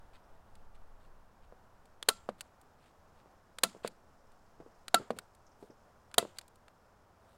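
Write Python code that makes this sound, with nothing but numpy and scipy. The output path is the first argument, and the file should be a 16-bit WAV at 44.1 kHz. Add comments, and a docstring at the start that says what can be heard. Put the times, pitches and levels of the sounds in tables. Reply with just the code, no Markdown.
"""A hand stapler tacks a paper target to a board on a tree, four times, in a quiet wood.
Each squeeze trips a latch, then the driver snaps into the board and the steel frame and spring ring.
The tool knocks on the board, its handle rubs back and clicks home, and loose parts tick.
Paper rustles and the trunks scatter each snap. Behind it all, wind roars softly in the crowns,
hisses in the leaves and rumbles in gusts, and a small bird calls far off."""
import sys
import numpy as np
from scipy import signal
from scipy.fft import rfft, irfft
from scipy.io import wavfile
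from scipy.ndimage import uniform_filter1d

SR = 44100
rng = np.random.default_rng(int(sys.argv[2]) if len(sys.argv) > 2 else 0)


def wrap_up_sound(samples):
    """Save the sound to the file named by the first command line argument, as 16-bit audio."""
    columns = np.atleast_2d(samples).T
    # keep every value between -1 and 1, then stretch to whole-number steps
    tamed = np.clip(columns, -1, 1)
    steps = np.round(tamed * 32767).astype(np.int16)
    wavfile.write(sys.argv[1], SR, steps)


N = 325335

# bright chatter of small steel parts: freq_hz, level_db
CHATTER_SPECTRUM = [(150, -22.5), (450, -9.5), (800, -10), (1400, 0.5), (2000, -3), (3000, -2), (4500, 0),
                    (5500, -11), (7500, -2), (9200, -2.5), (12000, -11), (16000, -19)]
# the board's lowest, lingering modes: freq_hz, level_db
BOOM_SPECTRUM = [(80, -34.5), (150, -14.5), (190, 1), (240, -2.5), (300, -12), (600, -26), (2000, -59.5)]


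def amp(db):
    """Decibels to gain."""
    return 10 ** (np.asarray(db) / 20)


def unit_rms(x):
    """Scales to rms 1."""
    return x / np.sqrt(np.mean(x ** 2) + 1e-20)


def curve_at(points, hz):
    """Reads a curve on a log-frequency axis."""
    freqs, values = np.transpose(points)
    return np.interp(np.log(hz + 1), np.log(freqs + 1), values)


def clock(size=16384):
    """Seconds since the start of a sound."""
    return np.arange(size) / SR


def add(mix, start_s, sound):
    """Mixes a sound in at start_s."""
    part = mix[max(round(start_s * SR), 0):][:len(sound)]
    part += sound[:len(part)]


def body(spectrum, tilt_db=0, pitch=1, size=4096):
    """Minimum-phase impulse response of unit energy; tilt_db is per octave above 500 Hz."""
    hz = np.fft.rfftfreq(size, 1 / SR)
    treble_db = tilt_db * np.log2(np.maximum(hz, 500) / 500)
    log_gain = np.log(amp(curve_at(spectrum, hz / pitch) + treble_db))
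    log_response = signal.hilbert(np.r_[log_gain, log_gain[-2:0:-1]]).conj()
    impulse = np.fft.ifft(np.exp(log_response)).real[:size // 2]
    return impulse / np.linalg.norm(impulse)


def through(x, impulse):
    """Passes x through an impulse response."""
    return signal.fftconvolve(x, impulse)[:len(x)]


def noise(spectrum):
    """Steady coloured noise of rms 1."""
    gain = amp(curve_at(spectrum, np.fft.rfftfreq(N, 1 / SR)))
    return unit_rms(irfft(rfft(rng.standard_normal(N)) * gain, N))


def waver(depth_db, rate_hz):
    """A randomly wandering gain."""
    spectrum = rfft(rng.standard_normal(N)) * np.exp(-(np.fft.rfftfreq(N, 1 / SR) / rate_hz) ** 2)
    return amp(depth_db * unit_rms(irfft(spectrum, N)))


def rattle(rise_s, t60_s, impulse):
    """A dense, evenly spread cluster of modes that swells and dies away."""
    t = clock()
    envelope = np.minimum(t / rise_s, 1) ** 2 * amp(-60 * np.maximum(t - rise_s, 0) / t60_s)
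    burst = rfft(envelope * rng.standard_normal(len(t)), 2 * len(t))
    flattened = burst / np.sqrt(uniform_filter1d(abs(burst) ** 2, size=500) + 1e-20)
    coloured = through(irfft(flattened)[:len(t)], impulse)
    return coloured * np.linalg.norm(envelope) / np.linalg.norm(coloured)


def mode(hz, t60_s):
    """One dying resonance; the air follows its acceleration, so it carries no deep bass."""
    t = clock()
    swing = np.sin(2 * np.pi * hz * t) * np.exp(-np.log(1000) * t / t60_s)
    onset = 1 - np.exp(-2 * hz * t)
    return np.gradient(swing * onset) * SR / (2 * np.pi * hz)


def ring(modes, spread, lag_s):
    """A set of modes; the grip detunes them a little, and each takes up the blow within lag_s."""
    out = np.zeros(len(clock()))
    for hz, level_db, t60_s in modes:
        start_s = lag_s * rng.random()
        detune = 1 + spread * rng.uniform(-1.3, 1)
        add(out, start_s, amp(level_db) * mode(hz * detune, t60_s))
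    return out


def wind():
    """An easing roar in distant crowns, one swell of hiss in near foliage, gusts at the microphone."""
    # colours of the roar, the leaf hiss and the gust rumble: freq_hz, level_db
    roar_spectrum = [(26, -30.5), (45, -2), (80, 3), (130, -4.5), (220, -4.5), (300, -9), (650, -4),
                     (950, -5.5), (1450, -10.5), (2200, -22), (4000, -28), (9000, -33.5), (16000, -36)]
    leaf_spectrum = [(1000, -24.5), (3500, -15), (5200, 6), (6200, 1.5), (7500, 0), (10000, -10.5),
                     (16000, -28.5)]
    gust_spectrum = [(8, 3), (20, 2), (40, -13), (80, -20), (200, -35), (1000, -85.5)]
    # rise and fall of the gusts: time_s, level_db
    gust_levels = [(0, -55.5), (.4, -58.5), (.62, -50), (1.3, -58.5), (2.05, -62), (2.6, -71), (3.4, -69),
                   (4.55, -62), (5.2, -69), (7.38, -75)]
    t = clock(N)
    roar_db = -64 - 0.15 * t
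    leaves_db = -82 - 2.1 * abs(t - 4.8)  # crests at 4.8 s
    roar = amp(roar_db) * noise(roar_spectrum) * waver(depth_db=.45, rate_hz=6.5)
    leaves = amp(leaves_db) * noise(leaf_spectrum) * waver(depth_db=1.8, rate_hz=70)
    gusts = amp(np.interp(t, *np.transpose(gust_levels))) * noise(gust_spectrum)
    return roar + leaves + gusts


def bird():
    """Thin, tick-like calls far off: a whistle that drops to the same note in a few milliseconds."""
    # calls: start_s, level_db, start_pitch_hz
    chirps = [(.238, -74, 5960), (5.465, -63.5, 7610), (5.517, -69.5, 6580), (5.705, -65.5, 6300)]
    end_hz, samples = 4700, 260
    out = np.zeros(N)
    for start_s, level_db, start_hz in chirps:
        glide_hz = np.geomspace(start_hz, end_hz, samples)
        whistle = np.sin(2 * np.pi * np.cumsum(glide_hz) / SR)
        add(out, start_s, amp(level_db) * whistle * signal.windows.tukey(samples, .5))
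    return out


def tree_echo(x, colour, delay_s, decay_scale):
    """Diffuse echo of trunks and ground, fully in after delay_s; the mids hang on longest."""
    # how long the trees hold a sound at decay_scale 1: freq_hz, t60_s
    wood_decay = [(150, .5), (1000, 0.99), (4000, 0.25), (8000, 0.46), (15000, .35)]
    hz, t, frames = signal.stft(x, SR, nperseg=256)
    # each trunk faces another side of the source, so fine colour averages out
    power = uniform_filter1d(abs(frames) ** 2, size=3, axis=0)
    power[12:] = uniform_filter1d(power, size=9, axis=0)[12:]  # smoother above 2 kHz
    t = t[t < 1]
    t60_s = decay_scale * curve_at(wood_decay, hz)[:, None]
    onset = np.clip(2 * t / delay_s - 1, 0, 1)
    tail = (onset * np.exp(-np.log(1000) * t / t60_s)) ** 2
    power = signal.fftconvolve(power, tail / tail.sum(1, keepdims=True), axes=1)[:, :frames.shape[1]]
    scatter = rng.standard_normal(frames.shape) + 1j * rng.standard_normal(frames.shape)
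    echo = np.sqrt(abs(power)) * amp(curve_at(colour, hz))[:, None] * scatter
    return signal.istft(echo, SR, nperseg=256)[1][:N]


def rub(length_s, tilt_db):
    """Clumped friction grains under a short stroke."""
    # dry, papery scrape: freq_hz, level_db
    friction_spectrum = [(300, -25), (1500, 2.5), (3000, 3.5), (4500, 1), (5600, -13), (8000, -4.5),
                         (11000, -14), (16000, -22)]
    n = int(length_s * SR)
    clumps = amp(3 * unit_rms(uniform_filter1d(rng.standard_normal(n), size=120)))
    grains = unit_rms(through(clumps * rng.standard_normal(n), body(friction_spectrum, tilt_db)))
    return grains * np.sin(np.pi * np.arange(n) / n)


def rustles():
    """Paper and sleeve slide over the board."""
    # slides: start_s, length_s, level_db, tilt_db_per_octave
    slides = [(0.126, 0.052, -64.5, -2), (0.741, 0.026, -70, 0), (0.989, 0.096, -75.5, -0.5),
              (1.418, .05, -73, -5), (2.769, 0.16, -73, 0), (3.139, 0.098, -76.5, -1),
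              (3.83, 0.06, -51.5, -2), (5.573, 0.13, -75.5, 6), (7.2, 0.23, -78.5, 4)]
    out = np.zeros(N)
    for start_s, length_s, level_db, tilt_db in slides:
        add(out, start_s, amp(level_db) * rub(length_s, tilt_db))
    return out


def board(pitch, shudder_db, shudder_t60_s):
    """A dead thud of the board, then the low shudder of the whole sheet."""
    # colours of the thud and the shudder: freq_hz, level_db
    thud_spectrum = [(40, -35.5), (130, -13), (230, 4), (300, -10), (400, 3), (560, 6), (750, 2.5),
                     (900, -7), (1150, -2.5), (1800, -18.5), (3000, -31), (6000, -42.5), (16000, -69.5)]
    shudder_spectrum = [(50, -23), (130, -6.5), (210, -7.5), (300, -5.5), (450, 3), (750, -7.5),
                        (1300, -21), (3000, -32), (16000, -59)]
    thud = body(thud_spectrum, pitch=pitch)
    out = amp(shudder_db) * rattle(0.0014, shudder_t60_s, body(shudder_spectrum))
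    add(out, 0, thud / abs(thud).max())
    return out


def knock(force_db, pitch):
    """A thud, a short boom and a steel tick; soft, low contacts scuff more than they knock."""
    firm_db, softness_db = -21, 16 * (1 - pitch)
    shudder_db = -22.5 + 1.91 * softness_db
    tick_db = -41.5 + 1.4 * (force_db - firm_db) - 0.87 * softness_db  # light knocks lose the tick first
    thud = amp(force_db - softness_db) * board(pitch, shudder_db, shudder_t60_s=0.12)
    boom = amp(force_db - 31) * rattle(0.0013, 0.18, body(BOOM_SPECTRUM, pitch=.93))
    tick = amp(tick_db) * rattle(.0005, 0.031, body(CHATTER_SPECTRUM, tilt_db=-6.0))
    return thud + boom + tick


def knocks():
    """The tool meets the board and often rocks back for a second, lighter contact."""
    # contacts: start_s, force_db, pitch_ratio, rock_back_s
    contacts = [(1.524, -42.5, .9, 0.0026), (2.2898, -22, 1, 0.0037), (3.259, -46.5, 0.81, 0.0018),
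                (3.7490, -39, 0.8, 0.016), (3.848, -21, 0.92, 0), (4.6019, -35, .66, .0606),
                (4.9981, -30.5, 0.51, 0.014), (5.1053, -19, 1, 0.0004), (5.164, -38.5, 0.41, 0.012),
                (5.6265, -34.5, 0.58, 0.074), (6.2272, -26, .84, 0.024)]
    out = np.zeros(N)
    for start_s, force_db, pitch, rock_back_s in contacts:
        add(out, start_s, knock(force_db, pitch))
        if rock_back_s > .005:
            add(out, start_s + rock_back_s, knock(force_db - 5, pitch))
    return out


def click(ring_hz, ring_db, t60_s, tilt_db):
    """Small steel parts catch and chatter for a few milliseconds; one of them rings."""
    out = rattle(.0006, t60_s, body(CHATTER_SPECTRUM, tilt_db))
    add(out, 0.00084, amp(ring_db + 6) * mode(ring_hz, t60_s / 2))
    return out


def mechanism():
    """Each squeeze trips the latch; let go, the handle rubs back and clicks home. 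Loose parts tick."""
    # latch trips and handle returns: start_s, ring_hz, ring_db
    latches = [(2.0266, 3334, 3.5), (3.5850, 3600, -6.5), (4.8812, 4080, -3.5), (6.1416, 4180, -9)]
    handles = [(2.4076, 2820, -7.5), (3.8750, 4520, -5.5), (5.187, 1400, -2), (6.3851, 4540, 2)]
    # loose parts as the tool is moved: start_s, level_db, tilt_db_per_octave
    ticks = [(.5530, -56, -0.5), (1.8550, -61.5, -0.5), (2.6137, -58, 5), (4.3180, -64.5, -1),
             (5.3490, -59.5, 3), (6.114, -54, -4.5), (6.4121, -50.5, -2), (6.4800, -55.5, 4),
             (6.5567, -60.5, 2), (6.6813, -50.5, -6)]
    latch_db, handle_db, drag_db, drag_s = -35, -36, -66.5, 0.029
    out = np.zeros(N)
    for start_s, ring_hz, ring_db in latches:
        add(out, start_s, amp(latch_db) * click(ring_hz, ring_db, t60_s=.017, tilt_db=-2.5))
    for start_s, ring_hz, ring_db in handles:
        add(out, start_s - drag_s, amp(drag_db) * rub(drag_s, tilt_db=2))
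        add(out, start_s, amp(handle_db) * click(ring_hz, ring_db, t60_s=0.021, tilt_db=0.64))
    for start_s, level_db, tilt_db in ticks:
        add(out, start_s, amp(level_db) * rattle(.0006, .018, body(CHATTER_SPECTRUM, tilt_db)))
    return out


def spring(second_partial_db):
    """Near-harmonic ring of the spring; dry rubbing fades it in a straight line."""
    # the spring's partials: pitch_hz, level_db
    partials = [(672, -4), (1342, 2.5), (2019, -13.5), (2645, -12.5), (4705, -16), (7480, -18.5)]
    rise_s, length_s = 0.0072, .043
    t = clock()
    envelope = np.minimum(t / rise_s, 1) * np.maximum(1 - t / length_s, 0)
    tone = sum(amp(db + second_partial_db * (k == 1)) * np.sin(2 * np.pi * (hz * t + rng.random()))
               for k, (hz, db) in enumerate(partials))
    return envelope * tone


def staples():
    """The driver scrapes down, slams home steel on steel and thumps the board; frame and spring ring."""
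    # one row a staple: start_s, tilt_db_per_octave, frame_hz, after_ring_db, thump_db,
    # board_hz, boom_db, spring_db, second_partial_db
    shots = [(2.0875, -0.5, 1503, -7, -23.5, 455, -56, -44, 6.5),
             (3.6355, -1, 1397, -15.5, -26.5, 499, -44, -39, -3),
             (4.9441, -3, 1416, -13, -15, 692, -46, -38.5, 13.5),
             (6.182, -0.3, 1064, -21.5, -14, 680, -54.5, -34, -11)]
    # colours of the crack and of parts and staples shaking in the frame: freq_hz, level_db
    crack_spectrum = [(150, -36.5), (500, -6.5), (1100, -6.5), (1600, 0.5), (2400, -7), (3100, -3.5),
                      (4100, 3.5), (5100, -14), (5800, -14.5), (6700, -4.5), (9200, -1.5), (11000, -8),
                      (12300, -6), (16000, -15.5)]
    shake_spectrum = [(60, -21.5), (150, -9.5), (400, 3), (900, 4), (1400, 7), (1800, -4), (3500, -1.5),
                      (4700, 0), (5700, -5.5), (9500, -1.5), (12500, -9.5), (16000, -19.5)]
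    # modes of the steel frame, its faint after-ring and the struck board: pitch_hz, level_db, t60_s
    steel_modes = [(1120, -13.5, 0.019), (1920, -10.5, 0.014), (2750, -14, .02), (3250, -4.5, .018),
                   (3808, 0, 0.012), (4550, -4.5, 0.01), (6520, -7, 0.0095), (7520, -4, .013),
                   (8730, -6.5, 0.013), (9380, -4, 0.013), (10720, -8, 0.014), (12020, -7.5, .011)]
    after_modes = [(1360, -49, 0.54), (3240, -53.5, 0.33), (7520, -51, .4)]
    board_modes = [(244, -19.5, 0.069), (455, -6.5, .035), (533, -11, 0.019)]
    scrape_db, crack_db, frame_db, shake_db = -27, -14, -25, -28  # the spring fires with constant force
    out = np.zeros(N)
    for start_s, tilt_db, frame_hz, after_db, thump_db, board_hz, boom_db, spring_db, second_db in shots:
        add(out, start_s - .0025, amp(scrape_db) * rattle(0.002, .008, body(CHATTER_SPECTRUM)))
        add(out, start_s, amp(crack_db) * rattle(0.00045, 0.015, body(crack_spectrum, tilt_db)))
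        add(out, start_s, amp(crack_db) * ring(steel_modes, spread=.015, lag_s=.0014))
        add(out, start_s, amp(frame_db) * mode(frame_hz, t60_s=0.027))
        add(out, start_s, amp(shake_db) * rattle(.004, 0.052, body(shake_spectrum, tilt_db)))
        add(out, start_s, amp(after_db) * ring(after_modes, spread=.002, lag_s=0.0017))
        thud = amp(-5.5) * board(pitch=1.2, shudder_db=-16.5, shudder_t60_s=0.099)
        board_ring = ring(board_modes, spread=0.022, lag_s=.0001)
        board_note = amp(-2) * mode(board_hz, t60_s=.036)
        add(out, start_s - .001, amp(thump_db) * (thud + board_ring + board_note))
        add(out, start_s, amp(boom_db - 2.5) * rattle(.012, .22, body(BOOM_SPECTRUM)))
        add(out, start_s + 0.0033, amp(spring_db) * spring(second_db))
    return out


def scene():
    """The stapler close by, a brief scatter off the trees, a lingering forest tail, a bird and wind."""
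    # colours of the brief scatter and the lingering tail: freq_hz, level_db
    short_colour = [(100, -7), (400, -2), (1200, -2.5), (3000, -4), (7000, 1.5), (10000, -5),
                    (16000, -10.5)]
    long_colour = [(100, -6.5), (400, -5), (1200, -2.5), (3000, 3), (7000, 5.5), (10000, -7.5),
                   (16000, -11.5)]
    tool = staples() + mechanism() + knocks() + rustles()
    short_echo = amp(-32.5) * tree_echo(tool, short_colour, delay_s=0.042, decay_scale=0.37)
    short_echo *= waver(depth_db=1.5, rate_hz=130)  # the echo returns trunk by trunk
    long_echo = amp(-33.5) * tree_echo(tool, long_colour, delay_s=0.022, decay_scale=1.0)
    long_echo *= waver(depth_db=2.0, rate_hz=60)
    calls = bird()
    call_echo = amp(-8) * tree_echo(calls, long_colour, delay_s=0.0067, decay_scale=0.22)
    return (tool + short_echo + long_echo + calls + call_echo + wind())[None]


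def record(dry):
    """A steep low-pass trims the very top of the treble."""
    cutoff_hz = 16200
    lowpass = signal.firwin(255, cutoff_hz, window=("kaiser", 9), fs=SR)
    return signal.oaconvolve(dry, lowpass[None], "same")


dry = scene()
out = record(dry)
wrap_up_sound(out)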